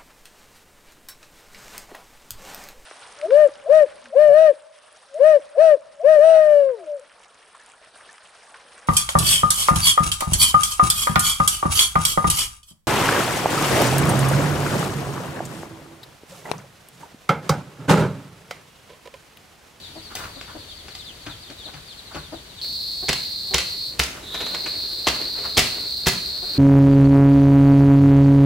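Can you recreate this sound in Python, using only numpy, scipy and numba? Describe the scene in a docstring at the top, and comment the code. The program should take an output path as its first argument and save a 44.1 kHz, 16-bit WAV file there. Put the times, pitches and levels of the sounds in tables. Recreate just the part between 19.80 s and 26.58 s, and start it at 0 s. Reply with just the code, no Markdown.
"""A bamboo fence is being built at a forest edge. At first poles knock and slide far off, while chicks
peep, a hen clucks and crickets trill. Then we listen from beside the fence, under a loud cicada whose
buckling ribs excite its resonant abdomen. A club drives a pole down with six blows; after the second
the cicada breaks off briefly. Each impact thuds into the soil, rings the pole's modes and clacks it
against its neighbours, and the trees scatter the sound back."""
import sys
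import numpy as np
from scipy import signal
from scipy.fft import rfft, irfft
from scipy.io import wavfile
from scipy.ndimage import uniform_filter1d
from numba import njit

SR = 44100
rng = np.random.default_rng(int(sys.argv[2]) if len(sys.argv) > 2 else 0)


def store_pcm(level_fs):
    """Save levels as 16-bit WAV."""
    pcm = np.round(np.clip(level_fs, -1, 1) * 32767).astype(np.int16)
    wavfile.write(sys.argv[1], SR, np.atleast_2d(pcm).T)


N = 298998
TIME = np.arange(N) / SR
MOVE_S = 2.815  # the listening point changes from the yard to the fence


def undb(db):
    """Level in decibels to amplitude ratio."""
    return 10 ** (np.asarray(db) / 20)


def unit(x):
    """Normalisation to rms 1."""
    return x / np.sqrt(np.mean(x ** 2))


def colour(x, points, tilt_db=0):
    """Spectral shaping by (f/Hz, level/dB) points, plus a tilt per octave about 3 kHz."""
    octave = np.log2(np.maximum(np.fft.rfftfreq(x.shape[-1], 1 / SR), 1))
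    hz, db = np.transpose(points)
    slope = tilt_db * np.clip(octave - np.log2(3000), -3, 3)
    return irfft(rfft(x) * undb(np.interp(octave, np.log2(hz), db) + slope), x.shape[-1])


def add(track, s, x):
    """Superposition of x on the track from time s on."""
    i = max(int(s * SR), 0)
    track[i:i + len(x)] += x[:max(N - i, 0)]


def walk(rate):
    """Smooth random modulation with a spread near 1."""
    k = int(SR / rate)
    return 1.5 * uniform_filter1d(np.repeat(rng.standard_normal(N // k + 1), k), k)[:N]


def ring(modes, t, scatter_db=0, detune=0):
    """Free vibration as a sum of damped modes, with optional scatter in level and frequency."""
    hz, db, t60 = np.transpose(modes)[:, :, None]
    size, shift = rng.standard_normal((2, len(modes), 1))
    sign = (-1) ** np.arange(len(modes))[:, None]
    decay = undb(db + scatter_db * size - 60 * t / t60)
    return np.sum(sign * decay * np.sin(2 * np.pi * hz * (1 + detune * shift) * t), axis=0)


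@njit
def resonate(x, hz, width):
    """Second-order resonance with a moving centre and a bandwidth in Hz."""
    y, band, low = np.empty(len(x)), 0., 0.
    for i in range(len(x)):
        g, damping = np.tan(np.pi * min(hz[i], .45 * SR) / SR), width / hz[i]
        v = (band + g * (x[i] + 1e-18 - low)) / (1 + g * (g + damping))
        band, low, y[i] = 2 * v - band, low + 2 * g * v, damping * v
    return y


def stereo(mid, side):
    """Sum and difference: long waves reach two close microphones almost alike."""
    # share of the difference signal: f/Hz, level/dB
    side_share = [(60, -24), (250, -9.5), (600, -2), (12000, 0)]
    return mid + np.array([[1], [-1]]) * colour(side, side_share)


def forest(x, wet_db, side_db, t60):
    """Scattering by ground and trunks: early echoes, then a thin, exponentially decaying tail."""
    t = np.arange(SR // 2) / SR
    grains = rng.standard_normal((2, len(t))) * undb(6.8 * rng.standard_normal((2, len(t))))
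    tail = grains * undb(-60 * t / t60) * (1 - np.exp(-t / .0021))
    tail /= np.linalg.norm(tail, axis=1, keepdims=True)
    tail = colour(tail, [(100, 5), (600, -2), (3000, 0), (7000, 0), (14000, 2.5)])
    early = rng.standard_normal(len(t)) * np.exp(-t / .0079)
    echoes = signal.fftconvolve(x, early / np.linalg.norm(early))[:N]
    mid, side = (signal.fftconvolve(x, h)[:N] for h in tail * undb(wet_db))
    return stereo(x + mid, side + undb(side_db) * echoes)


def air():
    """Broadband ambient noise at each spot; far crickets add a narrow noise band over the yard."""
    # noise spectra of the open air: f/Hz, level/dB in a 1 Hz band
    yard_air = [(20, -78), (70, -68.5), (200, -79), (1000, -87), (2600, -87.5), (3700, -82), (4450, -82.5),
                (5100, -90.5), (10500, -95.5), (16000, -102.5)]
    fence_air = [(20, -76), (60, -67), (450, -82.5), (1400, -90.5), (4000, -88.5), (7500, -89),
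                 (16000, -99)]
    yard, fence = (colour(rng.standard_normal((2, N)), p) * np.sqrt(SR / 2) for p in (yard_air, fence_air))
    trill_hz = np.full(N, 4510.)
    trill = np.array([unit(resonate(resonate(noise, trill_hz, 160.), trill_hz, 160.))
                      for noise in rng.standard_normal((2, N))])
    yard += trill * undb(-56 + 2 * walk(10))
    return stereo(*np.where(TIME < MOVE_S, yard, fence) * undb(.16 * walk(11)))


def chicks():
    """Frequency glides: each peep is a falling whistle with a weak second harmonic."""
    # nearest chicks: middle t/s, f/Hz, level/dB
    peeps = [(.05, 3680, -42), (.6, 3750, -43.5), (.91, 3400, -42), (1.21, 3640, -41), (1.285, 3460, -38.5),
             (1.52, 3570, -39), (1.81, 3580, -41), (1.86, 3880, -39), (2.115, 3580, -41), (2.19, 4000, -42),
             (2.39, 4300, -41), (2.79, 3580, -41)]
    brood = rng.uniform([0, 3430, -53], [MOVE_S, 4595, -44], size=(60, 3))  # further off; same columns
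    out = np.zeros(N)
    for s, hz, db in np.vstack([peeps, brood]):
        length = rng.uniform(.055, .1)
        u = np.linspace(-1, 1, int(length * SR))
        fall = rng.uniform(.13, .3) * u + .014 * walk(400)[:len(u)]
        phase = 2 * np.pi * np.cumsum(hz * (1 - fall)) / SR
        whistle = np.sin(phase) + undb(-19.5) * np.sin(2 * phase)
        add(out, s - length / 2, undb(db) * np.cos(np.pi * u / 2) ** 2 * whistle)
    return forest(out, wet_db=-7, side_db=3, t60=.14)


def hen():
    """Source and filter: irregular puffs of air, shaped by the throat, make short hoarse clucks."""
    # clucks: middle t/s, f/Hz, level/dB
    clucks = [(.171, 327, -38), (.575, 282, -42), (0.762, 314, -37), (1.712, 305, -42), (1.872, 286, -43),
              (2.362, 299.5, -35), (2.537, 343, -33), (3.239, 383, -37), (3.723, 382, -36),
              (6.637, 355.5, -37.5)]
    # throat response: f/Hz, level/dB
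    throat = [(150, 3), (330, 2.5), (680, 0), (1100, -11), (6000, -37)]
    out, length_s = np.zeros(N), .041
    u = np.linspace(-1, 1, int(length_s * SR))
    for s, hz, db in clucks:
        cycles = np.cumsum(hz * (1 - .1 * u ** 2 + .064 * walk(296)[:len(u)])) / SR
        puffs = np.diff(np.floor(cycles), prepend=0) + .054 * rng.standard_normal(len(u))
        voice = unit(colour(puffs - puffs.mean(), throat))
        add(out, s - length_s / 2, undb(db) * np.cos(np.pi * u / 2) * voice)
    return forest(out, wet_db=-6.5, side_db=-3, t60=.32)


def cicada_effort():
    """Tension sets resonance: after its pause the cicada starts slack, ringing lower, clicking faster."""
    stop_s, resume_s, swell_s, fade_db_per_s = 4.09, 4.36, .2, 240
    slack = np.exp(-((TIME - resume_s - .15) / .165) ** 2)
    click_hz = 354 * (1 + .007 * walk(3)) + 130.2 * slack
    abdomen_hz = 4273 - 510 * slack
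    dying = undb(-31.5 - fade_db_per_s * np.maximum(TIME - stop_s, 0))
    swelling = undb(-30.5) * (1 - np.exp(-(np.maximum(TIME - resume_s, 0) / swell_s) ** 2))
    return click_hz, abdomen_hz, dying + swelling


def cicada():
    """Impulse-driven resonance: tymbal ribs buckle in turn, and each click rings the hollow abdomen."""
    # successive ribs: delay/click period, level/dB
    ribs = [(0, 1.5), (.035, -1), (.012, 0), (.06, -2), (.025, 0)]
    # upper resonances: f/abdomen resonance, bandwidth/Hz, level/dB
    overtones = [(1.93, 800, -26), (2.66, 1910, -25), (3.1, 1900, -25.5), (3.55, 2000, -26.5)]
    click_hz, abdomen_hz, gain = cicada_effort()
    cycles = np.cumsum(click_hz) / SR
    k = np.arange(int(cycles[-1]) - 1)
    delay, rib_db = np.array(ribs)[k % len(ribs)].T
    jitter, shimmer = rng.standard_normal((len(k), 2)).T
    at = np.interp(k + delay + .016 * jitter, cycles, np.arange(N))
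    size, clicks, i = undb(rib_db + 2 * shimmer), np.zeros(N), at.astype(int)
    np.add.at(clicks, i, size * (1 - at + i))  # each click is shared between two samples
    np.add.at(clicks, i + 1, size * (at - i))
    song = clicks
    for width in (930., 930., 980.):
        song = unit(resonate(song, abdomen_hz, width))
    for multiple, width, db in overtones:
        rough_clicks = clicks * rng.standard_normal(N)
        song += undb(db) * unit(resonate(rough_clicks, multiple * abdomen_hz, float(width)))
    return forest(song * gain * (TIME > MOVE_S), wet_db=-3, side_db=-17, t60=.18)


def bamboo(contacts, crack_s, rise_s, rattle_db):
    """Impact excitation: a splintery crack rings the tube wall; loose poles chatter on, duller."""
    # crack spectrum: f/Hz, level/dB
    spectrum = [(60, -23), (200, -7.5), (1200, -2.5), (2500, 3), (4500, 0), (8000, -7.5), (16000, -25.5)]
    # wall modes: f/Hz, level/dB, T60/s
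    wall_modes = [(757, 0, 0.044), (1171, -5.5, 0.061), (2052, -4.5, 0.14), (2700, -11, 0.16),
                  (3170, -1, 0.059), (3590, 1, 0.075), (4950, 2.5, 0.054)]
    out, t = np.zeros(N), np.arange(SR // 4) / SR
    for s, db, tilt_db in contacts:
        splinters = rng.standard_normal(len(t)) * undb(3.5 * walk(1200)[:len(t)])
        crack = unit(colour(splinters, spectrum, tilt_db)) * np.exp(-t / crack_s)
        rattle = unit(colour(np.flip(splinters), spectrum, tilt_db - 2.6)) * np.exp(-t / .047)
        wall = ring(wall_modes, t, scatter_db=3, detune=.02)
        onset = 1 - np.exp(-t / rise_s)
        add(out, s, undb(db) * onset * (crack + undb(rattle_db) * rattle + undb(-16.5) * wall))
    return out


def handling():
    """Glancing impact and friction: poles knock, bump and slide; twigs snap and leaf litter stirs."""
    # light knocks: t/s, level/dB
    knocks = [(.359, -27.5), (.435, -35), (.625, -36), (1.081, -34.5), (1.698, -36.5), (2.841, -35.5),
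              (4.542, -21), (4.603, -23.5), (4.660, -26.5), (4.743, -22.5), (4.858, -21.5)]
    # poles set down: t/s, knock level/dB, bump level/dB
    set_downs = [(1.462, -28, -24), (1.936, -34.5, -30.5), (2.345, -26.5, -27)]
    # modes of a butt bumping the soil: f/Hz, level/dB, T60/s
    butt_modes = [(107, -2.5, 0.1), (153, -6.5, 0.19), (300, 0.5, 0.079)]
    # dry twigs breaking: t/s, level/dB, tilt/(dB per octave)
    snaps = [(.352, -18, 10), (.612, -30.5, -0.5), (1.151, -25.5, 4)]
    # poles sliding over each other and through leaves: middle t/s, length/s, level/dB
    scrapes = [(.32, 0.029, -40), (.43, .12, -37), (.704, 0.046, -40), (1.893, 0.021, -41.5),
               (2.32, 0.032, -44), (4.365, 0.057, -42), (4.57, .11, -42), (5.656, 0.03, -33)]
    # leaf litter underfoot: t/s, level/dB
    litter = [(3.6, -59), (4.6, -40.5), (4.95, -46), (5.95, -41), (6.15, -49.5), (6.78, -43)]
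    # friction spectra of poles and litter: f/Hz, level/dB
    scrape_spectrum = [(100, 3.5), (400, -5.5), (1400, 5), (2000, -6), (3500, -14), (15000, -24)]
    litter_spectrum = [(80, -9), (400, 3), (900, -6), (3000, -9), (14000, -33)]
    contacts = [(s, db, -3) for s, db in knocks] + [(s, db, -3.5) for s, db, _ in set_downs]
    out = bamboo(contacts, crack_s=.011, rise_s=.0025, rattle_db=-19)
    out += bamboo(snaps, crack_s=.0024, rise_s=.0001, rattle_db=-19)
    slides, t = list(scrapes), np.arange(SR // 4) / SR
    for s, knock_db, bump_db in set_downs:
        bump = (1 - np.exp(-t / .012)) * ring(butt_modes, t, scatter_db=5.5, detune=.037)
        add(out, s + .0031, undb(bump_db) * bump)
        slides.append((s + .028, .052, knock_db - 11.5))  # the pole slides to rest
    pole_grains, leaf_grains = rng.standard_normal((2, N)) * undb(7 * rng.standard_normal((2, N)))
    sliding = sum(undb(db) * np.exp(-(2 * (TIME - s) / length) ** 2) for s, length, db in slides)
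    out += sliding * unit(colour(pole_grains, scrape_spectrum))
    stirring = undb(np.interp(TIME, *np.transpose(litter)))
    out += stirring * unit(colour(leaf_grains * undb(3 * walk(28)), litter_spectrum))
    return forest(out, wet_db=-7, side_db=-6, t60=.45)


def club():
    """Momentum transfer: each blow drives the pole into the soil, rings it and shakes the lashed fence."""
    # blows: t/s, touch level/dB, crack level/dB, crack tilt/(dB per octave), rebound delay/s,
    # rebound level/dB, soil level/dB, body level/dB, body tilt/(dB per octave)
    blows = [(3.289, -18, -14.5, 0, .040, -15.5, -29, -23, 1),
             (3.742, -18.5, -11.5, 1.5, .039, -12, -23, -20.5, 1.5),
             (4.193, -36, -10.5, 4.5, 0.04, -15.5, -21, -21.5, -1),
             (5.269, -33, -9.5, -2.5, .014, -13, -28, -20, 3),
             (5.775, -13, -5, 4.5, .016, -5, -26, -11, 3.5),
             (6.266, -18.5, -12, 1, 0.016, -7.5, -23, -10.5, -1.5)]
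    # bending and air modes of the hollow pole: f/Hz, level/dB, T60/s
    body_modes = [(125, -20, 0.16), (174.7, -0.5, 0.11), (257, -19, 0.065), (385, -2.5, 0.1),
                  (469, -2.5, 0.072)]
    # modes of pole and soil together: f/Hz, level/dB, T60/s
    soil_modes = [(64.6, 2, 0.2), (86, -29, 0.45)]
    # dull shudder of the fence: f/Hz, level/dB
    fence_spectrum = [(50, 1), (140, 6), (420, -5), (1200, -11), (4000, -19.5)]
    contacts, thuds, t = [], np.zeros(N), np.arange(SR // 3) / SR
    for s, touch_db, db, tilt_db, rebound_s, rebound_db, *_ in blows:
        contacts += [(s - .006, touch_db, -1.5),  # the club touches
                     (s, db, tilt_db),  # it lands
                     (s + .0045, db - 2, -2.5),  # the pole seats
                     (s + rebound_s / 2, rebound_db - 8.5, -.5),  # rebounding, it brushes one neighbour
                     (s + rebound_s, rebound_db, 2.5)]  # and claps against the next
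    out = bamboo(contacts, crack_s=.0045, rise_s=.0005, rattle_db=-17)
    push = 1 - np.exp(-t / .0021)
    for s, *_, soil_db, body_db, body_tilt_db in blows:
        # where the club lands sets the balance of the modes
        modes = [(hz, db + body_tilt_db * np.log2(hz / 260), t60) for hz, db, t60 in body_modes]
        shudder = unit(colour(rng.standard_normal(len(t)), fence_spectrum)) * np.exp(-t / .012)
        body = .6 * ring(modes, t, scatter_db=1.5, detune=.015) + .7 * shudder
        add(out, s, push * undb(body_db) * body)
        add(thuds, s, push * undb(soil_db) * ring(soil_modes, t))
    # the thud is too deep for the trunks to scatter
    return thuds + forest(out, wet_db=-7.5, side_db=-9, t60=.48)


def scene():
    """Superposition of all sources; in the yard the left channel is a little louder and later."""
    left, right = handling() + chicks() + hen() + air()
    in_yard = TIME < MOVE_S
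    left = np.where(in_yard, undb(1) * np.roll(left, 2), left)
    right = np.where(in_yard, undb(-1) * right, right)
    return np.array([left, right]) + club() + cicada()


def record(dry):
    """Band limiting: the microphone loses the deepest bass, clips at full scale and cuts the top steeply."""
    low_cut = signal.butter(2, 30, "high", fs=SR, output="sos")
    high_cut = signal.ellip(10, .2, 80, 15800, fs=SR, output="sos")
    return signal.sosfilt(high_cut, np.clip(signal.sosfilt(low_cut, dry), -1, 1))


dry = scene()
out = record(dry)
store_pcm(out)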